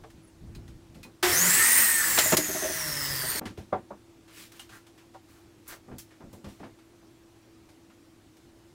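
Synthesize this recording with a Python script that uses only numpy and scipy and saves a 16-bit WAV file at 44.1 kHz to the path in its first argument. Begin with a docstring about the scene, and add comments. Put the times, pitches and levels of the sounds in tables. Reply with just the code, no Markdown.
"""Mitre saw on an open porch: starts, bites through a strip of trim, coasts down; head and strip knock.
Fan roar, commutator whine and gear tones follow armature speed and ring the blade and housing.
The scene then jumps indoors: strip stood against a wall, hand in a tool pouch, shuffling shoes, faint hum.
Knocks are decaying modes; thuds, clacks and cloth are shaped noise."""
import sys
import numpy as np
from scipy import signal
from scipy.fft import rfft, irfft
from scipy.io import wavfile
from scipy.ndimage import uniform_filter1d

SR = 44100
rng = np.random.default_rng(int(sys.argv[2]) if len(sys.argv) > 2 else 0)


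def materialize(psi):
    """Save the field psi as 16-bit PCM at rate SR to the path in sys.argv[1].

    A 1-D psi becomes a single channel; in a 2-D psi each row is a channel.
    """
    bounded = np.clip(np.atleast_2d(psi).T, -1, 1)
    quanta = np.round(bounded * 32767).astype(np.int16)
    wavfile.write(sys.argv[1], SR, quanta)


N = 385434

# Fan roar envelope (time [s], level [dB])
ROAR_LEVEL = [(1.228, -29.5), (1.32, -25.5), (1.41, -25), (1.56, -21.5), (1.75, -22.5), (1.93, -26.5),
              (2.33, -27.5), (2.42, -34), (3.399, -34.5)]
# Roar spectra, full speed and coasting (frequency [Hz], relative density [dB])
ROAR_FAST = [(35, -43), (60, -29.5), (353, -13.5), (762, -19), (919, -12), (1850, -1.5), (3390, -14.5),
             (8820, -3.5), (15800, -11.5)]
ROAR_SLOW = [(35, -47), (60, -16), (142, 1.5), (184, -22.5), (293, -7), (780, -10), (1850, 0), (2390, -10),
             (5280, -8), (15800, -11)]
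# Commutator whines (multiple of speed, width [Hz], relative level [dB])
WHINE_ORDERS = [(36.3, 750, -2), (36.3, 230, -7), (72.4, 700, -4), (108.9, 500, -4), (56.2, 90, -11),
                (112.8, 250, -7), (96, 400, -7), (60, 300, -12)]
# Gear tones (multiple of speed, relative level [dB])
GEAR_ORDERS = [(1, -7), (2, -15), (4, -5), (8, 0)]
# Saw resonances (frequency [Hz], width [Hz], gain [dB])
HOUSING_MODES = [(141.58, 27, -1.5), (183.6, 8.7, -9.5), (290.57, 51, 0), (610.16, 140, -5.5),
                 (1008, 50, -11.5), (1806.4, 150, 2.5)]
BLADE_MODES = [(5235.2, 60, 1.5), (5492, 61, 2.5), (6067.6, 75, -4), (6366.3, 85, 2.5), (6833, 70, 6.5),
               (7513, 73, 0.5), (8011, 60, 1.5), (8213.4, 70, 1.5), (8927.3, 50, 3), (8977.6, 90, 6),
               (9236, 150, 1), (11279, 100, 3), (12558, 150, 0.5), (13493, 140, 4.5), (14378, 170, 6.5),
               (15145, 130, 4.5)]
GUARD_MODES = [(1834.3, 80, -12.5), (1964.7, 110, -12.5), (917.52, 70, -26.5)]
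# Field coil buzz (frequency [Hz], level [dB], t60 [s])
INRUSH_TONES = [(361, -22.5, .4), (721, -35, .3)]
# Teeth biting (time [s], level [dB], half length [s])
TOOTH_BITES = [(1.808, -25, 0.12)]
# Saw stand, trim, loose saw parts, tool in pouch (frequency [Hz], relative level [dB], t60 [s])
STAND_MODES = [(370.24, -2.5, 0.1), (304.4, -3.5, 0.4), (629.89, -2.5, 0.10714), (540.63, -12, 0.1278)]
TRIM_MODES = [(352.94, -10.5, 0.2745), (493.2, 1.5, 0.02954), (632.4, 7, 0.02308), (751.03, 4.5, 0.03033),
              (899.37, -0.5, 0.02937), (1093, -12, 0.0609), (1389.7, -27, 0.1005)]
LOOSE_MODES = [(2000, -10, .07), (2490, 0, .07), (4090, 0, .05), (4780, -4, .05)]
TOOL_MODES = [(800, -6, .08), (2860, 0, .045), (3120, -1, .04), (8770, -6, .05)]
# Blows on those four (time [s], level [dB], tilt [dB/octave])
STAND_HITS = [(2.181, -29, 7), (2.257, -36, 13), (2.324, -34.5, -7.5), (2.373, -29.5, -3.5),
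              (2.486, -35.5, -2), (2.548, -35, 0), (2.62, -34.5, -2), (2.644, -32, 8.5), (2.695, -37.5, 3),
              (3.235, -43.5, 3.5), (3.35, -44, -5.5)]
TRIM_HITS = [(0.043, -51, 6.5), (3.727, -26, -3), (3.905, -44, 12.5), (5.146, -49.5, 18.5)]
LOOSE_HITS = [(0.5477, -59, 2.5), (1.029, -53, -12), (1.04, -62, -6)]
TOOL_HITS = [(4.594, -51.5, 1.5)]
# Shoes and dull bumps (time [s], drive level [dB], tilt [dB/octave])
THUD_HITS = [(0.414, -44, -11.5), (0.58, -48, -4), (0.955, -42.5, -5.5), (1.049, -45.5, 0.5),
             (2.321, -16, 2), (3.411, -34.5, 0.5), (3.455, -35.5, -5), (3.575, -37.5, -3),
             (3.724, -29, 1.5), (3.904, -41.5, 0.5), (5.725, -45.5, 5.5), (5.879, -41, -2),
             (5.912, -38, -4), (6.203, -44, 1.5), (6.239, -41.5, -5.5), (6.329, -41, -3), (6.44, -40, -4),
             (6.464, -40, -3.5), (6.598, -40.5, -2), (6.628, -39, 2.5), (6.933, -59, 0.5),
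             (7.023, -56.5, 1.5)]
# Floor boom (frequency [Hz], width [Hz], gain [dB])
FLOOR_MODES = [(245, 140, -2)]
# Clacks and scuffs (time [s], level [dB], tilt [dB/octave], t60 [s])
CLACK_HITS = [(0.036, -50, -9, 0.1105), (0.101, -55.5, -2, 0.1057), (0.549, -51, -2, 0.1089),
              (0.678, -54, -4, 0.1267), (0.945, -56.5, -3, 0.2216), (1.03, -46.5, -1, 0.1296),
              (1.2281, -21.5, -4.5, 0.3368), (2.175, -21, -4.5, 0.2097), (2.186, -13.5, -0.5, 0.07942),
              (2.3237, -23, -5, 0.12385), (2.3684, -13, 1.5, 0.05693), (3.4545, -38, -6, 0.17287),
              (3.5737, -51.5, -4, 0.282), (3.728, -46, -11.5, .15), (4.278, -57, -4.5, 0.538),
              (4.519, -49, -1, 0.0733), (4.594, -44.5, -1.5, 0.1732), (4.691, -53, -4, 0.361),
              (4.866, -55.5, -3, 0.1547), (4.977, -56.5, -4, 0.2615), (5.139, -56.5, -6, 0.19),
              (5.678, -39.5, 10, 0.1843), (5.913, -50, -12.5, 0.1856), (5.983, -40, 3, 0.1391),
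              (6.105, -57.5, -7, 0.26), (6.328, -54, 1, 0.1961), (6.443, -48.5, -5.5, 0.21),
              (6.485, -57, -1, 0.4453), (6.596, -58, -6.5, 0.35), (6.636, -48.5, -10, 0.1543),
              (6.787, -58.5, -6, .12), (7.689, -59, -3, 0.17), (7.899, -58.5, -9.5, .2),
              (8.368, -58.5, -2, 0.1)]
# Strokes on the pouch (peak time [s], level [dB], swell [s], fade [s], relative rub [dB])
POUCH_STROKES = [(4.41, -48.5, 0.07624, 0.06415, -34.5), (4.55, -57.5, 0.02667, 0.09984, -10),
                 (4.74, -54.5, 0.02344, 0.0513, 0), (5.31, -63, 0.033, 0.1265, -5.5),
                 (5.717, -46.5, 0.03529, 0.03845, -3.5)]
# Cloth hiss (frequency [Hz], relative density [dB])
CLOTH_SPECTRUM = [(410, -4), (700, -12.5), (1340, -4), (2210, 0), (7230, -5.5), (15800, -9.5)]
# Thin squeaks (time [s], level [dB], start [Hz], end [Hz], length [s])
SQUEAKS = [(0.229, -65.5, 10800, 10100, 0.02786), (0.273, -63, 10200, 8259, 0.0188)]
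# Breeze envelope (time [s], level [dB])
BREEZE_LEVEL = [(0, -50), (.37, -60.5), (.45, -45.5), (1.2, -61), (3.4, -52.5)]
# Ambient air (frequency [Hz], relative density [dB])
AIR_SPECTRUM = [(12, -40), (20, -26), (101, -2), (158, -13), (261, -6.5), (326, -5), (419, -13.5),
                (1650, -23), (7650, -29.5), (15800, -39)]
# Distant machinery (frequency [Hz], waver [Hz], level [dB])
HUM_TONES = [(109.43, 2.3, -65.5), (331.75, 7.0304, -57.5), (302.2, 5.1, -72.5)]
# Echo decay (frequency [Hz], t60 [s])
ECHO_DECAY = [(100, 0.28), (1000, 0.077), (5000, 0.16), (15000, 0.11)]

TRIGGER_S, RELEASE_S, INDOORS_S = 1.227, 1.755, 3.398
WHINE_STEP_S, EMERGED_S = 1.72, 1.36  # whine steps slightly louder; whine and gears fully faded in


def saw():
    """Motor sounds follow armature speed; tones light up each blade or housing resonance they cross."""
    t = np.arange(TRIGGER_S, INDOORS_S, 1 / SR)
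    coast_s = np.maximum(t - RELEASE_S, 0)
    speed_hz = armature_hz(np.minimum(t, RELEASE_S) - TRIGGER_S, coast_s)
    turns = np.cumsum(speed_hz) / SR
    emerged = np.minimum((t - TRIGGER_S) / (EMERGED_S - TRIGGER_S), 1)
    level = gain_of(np.interp(t, *np.transpose(ROAR_LEVEL)))
    roar = level * fan_roar(speed_hz, turns)
    whine = level * emerged * commutator_whine(t, speed_hz, turns)
    motor = coil_buzz(t) + roar + 0.5 * whine + gears(turns, coast_s, emerged)
    out = np.zeros(N)
    add(out, TRIGGER_S, motor + blade(t, whine, level))
    return out


def armature_hz(driven_s, coast_s):
    """Fast run-up plus slow creep under power; drag and friction slow it after release."""
    run_up_hz, half_rise_s, creep_hz_per_s = 230, 0.066, 76
    drag_tau_s, friction_hz = 3.59, 100.3
    driven_hz = run_up_hz * driven_s / (driven_s + half_rise_s) + creep_hz_per_s * driven_s
    return (driven_hz + friction_hz) * np.exp(-coast_s / drag_tau_s) - friction_hz


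def fan_roar(speed_hz, turns):
    """Air noise, brighter with speed; the blade guard rings with it."""
    size = len(turns)
    bright = np.clip((speed_hz - 140) / 90, 0, 1)
    roar = np.sqrt(bright) * noise(ROAR_FAST, size, 1.8) + np.sqrt(1 - bright) * noise(ROAR_SLOW, size, 2)
    roar *= 1 + 0.057 * np.cos(2 * np.pi * turns)  # fan imbalance
    hiss = rng.standard_normal(size)
    return roar + sum(gain_of(db) * band(hiss, hz, width) for hz, width, db in GUARD_MODES)


def commutator_whine(t, speed_hz, turns):
    """Noise bands at multiples of speed, each fading in and out; louder as the motor strains."""
    hiss = rng.standard_normal(len(t))
    whine = np.zeros(len(t))
    for order, width_hz, db in WHINE_ORDERS:
        hz = order * speed_hz
        whine += gain_of(db + 2 * drift(len(t), 2500, 1500)) * band(hiss, hz, width_hz) * (hz < 17000)
    whine_step_db = np.where(t < WHINE_STEP_S, -9.5, -7)
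    strain_db = 6 * bell(t, at_s=1.42, half_s=0.1)
    brush_pressure = 1 + 0.7 * np.cos(2 * np.pi * turns)
    return gain_of(whine_step_db + strain_db) * brush_pressure * whine


def blade(t, whine, roar_gain):
    """Blade modes ring with the whine and a rasping hiss; the top three sing out as the teeth bite."""
    hiss = rng.standard_normal(len(t))
    rasp = roar_gain * gain_of(-9.5) * unit_rms(gain_of(3 * drift(len(t), 150)) * hiss)
    bite = sum(gain_of(db) * bell(t, at_s, half_s) for at_s, db, half_s in TOOTH_BITES)
    treble = unit_rms(through(hiss, BLADE_MODES[-3:], leak=0.055))
    return through(whine + rasp, BLADE_MODES, leak=0) + bite * treble


def gears(turns, coast_s, emerged):
    """Clean tones through the housing, quieter once unloaded."""
    driven_db, idle_db, unload_s = -30, -34, 0.065
    level_db = idle_db + (driven_db - idle_db) * np.exp(-coast_s / unload_s)
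    tones = emerged ** 2 * sum(gain_of(db) * np.sin(2 * np.pi * k * turns) for k, db in GEAR_ORDERS)
    return gain_of(level_db) * through(through(tones, HOUSING_MODES, leak=0.024), HOUSING_MODES, leak=0.18)


def coil_buzz(t):
    """Starting current makes the field coils buzz and throb; a low tone swells during run-up."""
    throb_hz, shudder_hz, hold_s, rise_s = 31, 180, 0.05, 0.011
    age_s = t - TRIGGER_S
    buzz = sum(gain_of(db - 60 * np.maximum(age_s - hold_s, 0) / t60_s) * np.sin(2 * np.pi * hz * age_s)
               for hz, db, t60_s in INRUSH_TONES)
    buzz *= 1 - 0.22 * np.cos(2 * np.pi * throb_hz * age_s)
    shudder = gain_of(-33) * bell(t, at_s=1.46, half_s=0.07) * np.sin(2 * np.pi * shudder_hz * age_s)
    return (buzz + shudder) * np.minimum(age_s / rise_s, 1)


def blows(hits, modes, chatter_t60_s):
    """Each blow rings the same modes in its own proportions; the contact chatters briefly."""
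    out, t = np.zeros(N), np.arange(SR // 3) / SR
    rise_s = 0.00097
    for at_s, db, tilt_db in hits:
        scatter_db = 1.5 * rng.standard_normal(len(modes))
        hiss, fade = burst(chatter_t60_s, rise_s=0.00066)
        chatter = (hiss * fade)[:SR // 10]
        ring = np.zeros(len(t))
        for (hz, mode_db, t60_s), offset_db in zip(modes, scatter_db):
            level_db = mode_db + offset_db + tilt_db * np.log2(hz / 500) - 60 * t / t60_s
            chatter_gain = np.std(resonate(chatter, hz, 2.2 / t60_s) * t60_s)
            ring += gain_of(level_db) * np.sin(2 * np.pi * hz * t) / chatter_gain
        ring = signal.fftconvolve(ring * np.minimum(t / rise_s, 1), chatter)[:len(t)]
        add(out, at_s, gain_of(db) * ring / np.std(ring[:1500]))
    return out


def thuds():
    """Soft soles and wood push low noise into the floor."""
    out = np.zeros(N)
    for at_s, db, tilt_db in THUD_HITS:
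        hiss, fade = burst(t60_s=0.19267, rise_s=0.003279)
        low = tinted(hiss, lambda hz: gain_of(tilt_db * np.log2(hz / 200))
                     / (1 + (hz / 900) ** 3) / (1 + (60 / hz) ** 3))
        add(out, at_s, gain_of(db) * fade * unit_rms(low))
    return through(out, FLOOR_MODES, leak=0.79)


def clacks():
    """Hard contacts: sharp front, broad dying band."""
    out = np.zeros(N)
    for at_s, db, tilt_db, t60_s in CLACK_HITS:
        hiss, fade = burst(t60_s, rise_s=0.0008)
        bright = tinted(hiss, lambda hz: gain_of(tilt_db * np.log2(hz / 4000))
                        / (1 + (900 / hz) ** 3) / (1 + (hz / 12962) ** 2))
        add(out, at_s, gain_of(db) * fade * unit_rms(bright))
    return out


def pouch():
    """Stiff cloth: hiss roughened by tiny slips, plus a lower rub, swelling with each stroke."""
    t = np.arange(N) / SR
    slips = gain_of(1.5 * drift(N, 90))
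    hiss = unit_rms(slips * noise(CLOTH_SPECTRUM, N, patchy_db=0.813))
    rub = band(hiss, hz=1176, width_hz=1275)
    return sum(gain_of(db) * bell(t, at_s, np.where(t < at_s, swell_s, fade_s))
               * (hiss + gain_of(rub_db) * rub) for at_s, db, swell_s, fade_s, rub_db in POUCH_STROKES)


def squeaks():
    """Short, falling, narrow noise bands."""
    out = np.zeros(N)
    for at_s, db, start_hz, end_hz, length_s in SQUEAKS:
        hz = np.linspace(start_hz, end_hz, round(length_s * SR))
        squeak = band(rng.standard_normal(len(hz)), hz, width_hz=400)
        add(out, at_s, gain_of(db) * squeak * signal.windows.tukey(len(hz), 0.4))
    return out


def background():
    """Ambient air, wavering machinery hum, and lumpy breeze while outdoors."""
    t = np.arange(N) / SR
    air = noise(AIR_SPECTRUM, N, patchy_db=1.3)
    air *= gain_of(-63.5) / np.std(tinted(air, lambda hz: hz > 400))  # level above 400 Hz
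    hum = np.zeros(N)
    for hz, waver_hz, db in HUM_TONES:
        level = gain_of(db + 1.2 * drift(N, 1200, 1200))
        hum += level * np.sin(2 * np.pi * np.cumsum(hz + waver_hz * drift(N, 1200, 1200)) / SR)
    lumps = gain_of(3.2 * drift(N, 1500))
    rumble = tinted(rng.standard_normal(N), lambda hz: 1 / (1 + (hz / 150) ** 3) / (1 + (40 / hz) ** 1.5))
    breeze = gain_of(np.interp(t, *np.transpose(BREEZE_LEVEL))) * unit_rms(lumps * rumble)
    return air + hum + breeze * (t < INDOORS_S)


def walls(x, wet_db):
    """Adds sparse echoes of random sign, each band dying at its own rate."""
    taps = np.zeros(SR // 2)
    slots = np.arange(200, len(taps) - 20, 20)
    taps[slots + rng.integers(0, 20, len(slots))] = rng.choice([-1., 1.], len(slots))
    hz, t, spectra = signal.stft(taps, SR, nperseg=256)
    tail = signal.istft(spectra * gain_of(-60 * t / curve_at(ECHO_DECAY, hz)[:, None]), SR, nperseg=256)[1]
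    return x + gain_of(wet_db) * signal.fftconvolve(x, tail / np.linalg.norm(tail))[:N]


def gain_of(db):
    return 10 ** (np.asarray(db) / 20)


def unit_rms(x):
    return x / np.sqrt(np.mean(x ** 2) + 1e-20)


def bell(t, at_s, half_s):
    return np.exp(-((t - at_s) / half_s) ** 2)


def curve_at(points, hz):
    point_hz, value = np.transpose(points)
    return np.interp(np.log(hz + 1), np.log(point_hz + 1), value)


def add(mix, at_s, sound):
    part = mix[round(at_s * SR):][:len(sound)]
    part += sound[:len(part)]


def drift(size, *spans_samples):
    """Smoothed noise, unit RMS."""
    x = rng.standard_normal(size)
    for span in spans_samples:
        x = uniform_filter1d(x, span)
    return unit_rms(x)


def burst(t60_s, rise_s):
    """White noise and a rise-and-decay envelope for it."""
    t = np.arange(SR // 3) / SR
    return rng.standard_normal(len(t)), (1 - np.exp(-t / rise_s)) * gain_of(-60 * t / t60_s)


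def noise(spectrum, size, patchy_db):
    """Coloured noise with drifting spectral patches, unit RMS."""
    real, imag, patches = rng.standard_normal((size // 256 + 5, 513, 3)).T
    patches = unit_rms(uniform_filter1d(uniform_filter1d(patches, 10, 0), 8, 1))
    level_db = curve_at(spectrum, np.fft.rfftfreq(1024, 1 / SR))[:, None] + patchy_db * patches
    spectra = (real + 1j * imag) * gain_of(level_db)
    return unit_rms(signal.istft(spectra, nperseg=1024, noverlap=768)[1][:size])


def tinted(x, gain_at_hz):
    """Filters x by a gain curve."""
    return irfft(rfft(x) * gain_at_hz(np.fft.rfftfreq(len(x), 1 / SR) + 1), len(x))


def resonate(x, hz, width_hz):
    """Unity-gain resonance, free to glide: shift to 0 Hz, smooth, shift back."""
    carrier = np.exp(2j * np.pi * np.cumsum(hz * np.ones(len(x))) / SR)
    pole = np.exp(-np.pi * width_hz / SR)
    return 2 * (carrier * signal.lfilter([1 - pole], [1, -pole], x / carrier)).real


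def band(x, hz, width_hz):
    """Two resonances in series, unit RMS."""
    return unit_rms(resonate(resonate(x, hz, width_hz), hz, width_hz))


def through(x, modes, leak):
    """Parallel resonances plus a direct leak."""
    return leak * x + sum(gain_of(db) * resonate(x, hz, width_hz) for hz, width_hz, db in modes)


def scene():
    """Porch, then room; porch sounds stop dead at the jump."""
    t = np.arange(N) / SR
    sources = (saw() + blows(STAND_HITS, STAND_MODES, 0.07005) + blows(TRIM_HITS, TRIM_MODES, 0.09432)
               + blows(LOOSE_HITS, LOOSE_MODES, 0.081) + blows(TOOL_HITS, TOOL_MODES, 0.02814)
               + thuds() + clacks() + pouch() + squeaks())
    outside = t < INDOORS_S
    porch = walls(sources * outside, wet_db=-9.5) * outside
    room = walls(sources * ~outside, wet_db=-8.0)
    dip_db = -11.5 * np.exp(-((t - 2.36) / 0.007436) ** 4)  # level dips briefly
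    return ((porch + room) * gain_of(dip_db) + background())[None]


def record(dry):
    """Low-pass band limit."""
    cutoff_hz = 15850
    return signal.oaconvolve(dry, signal.firwin(511, cutoff_hz, window=("kaiser", 9), fs=SR)[None], "same")


dry = scene()
out = record(dry)
materialize(out)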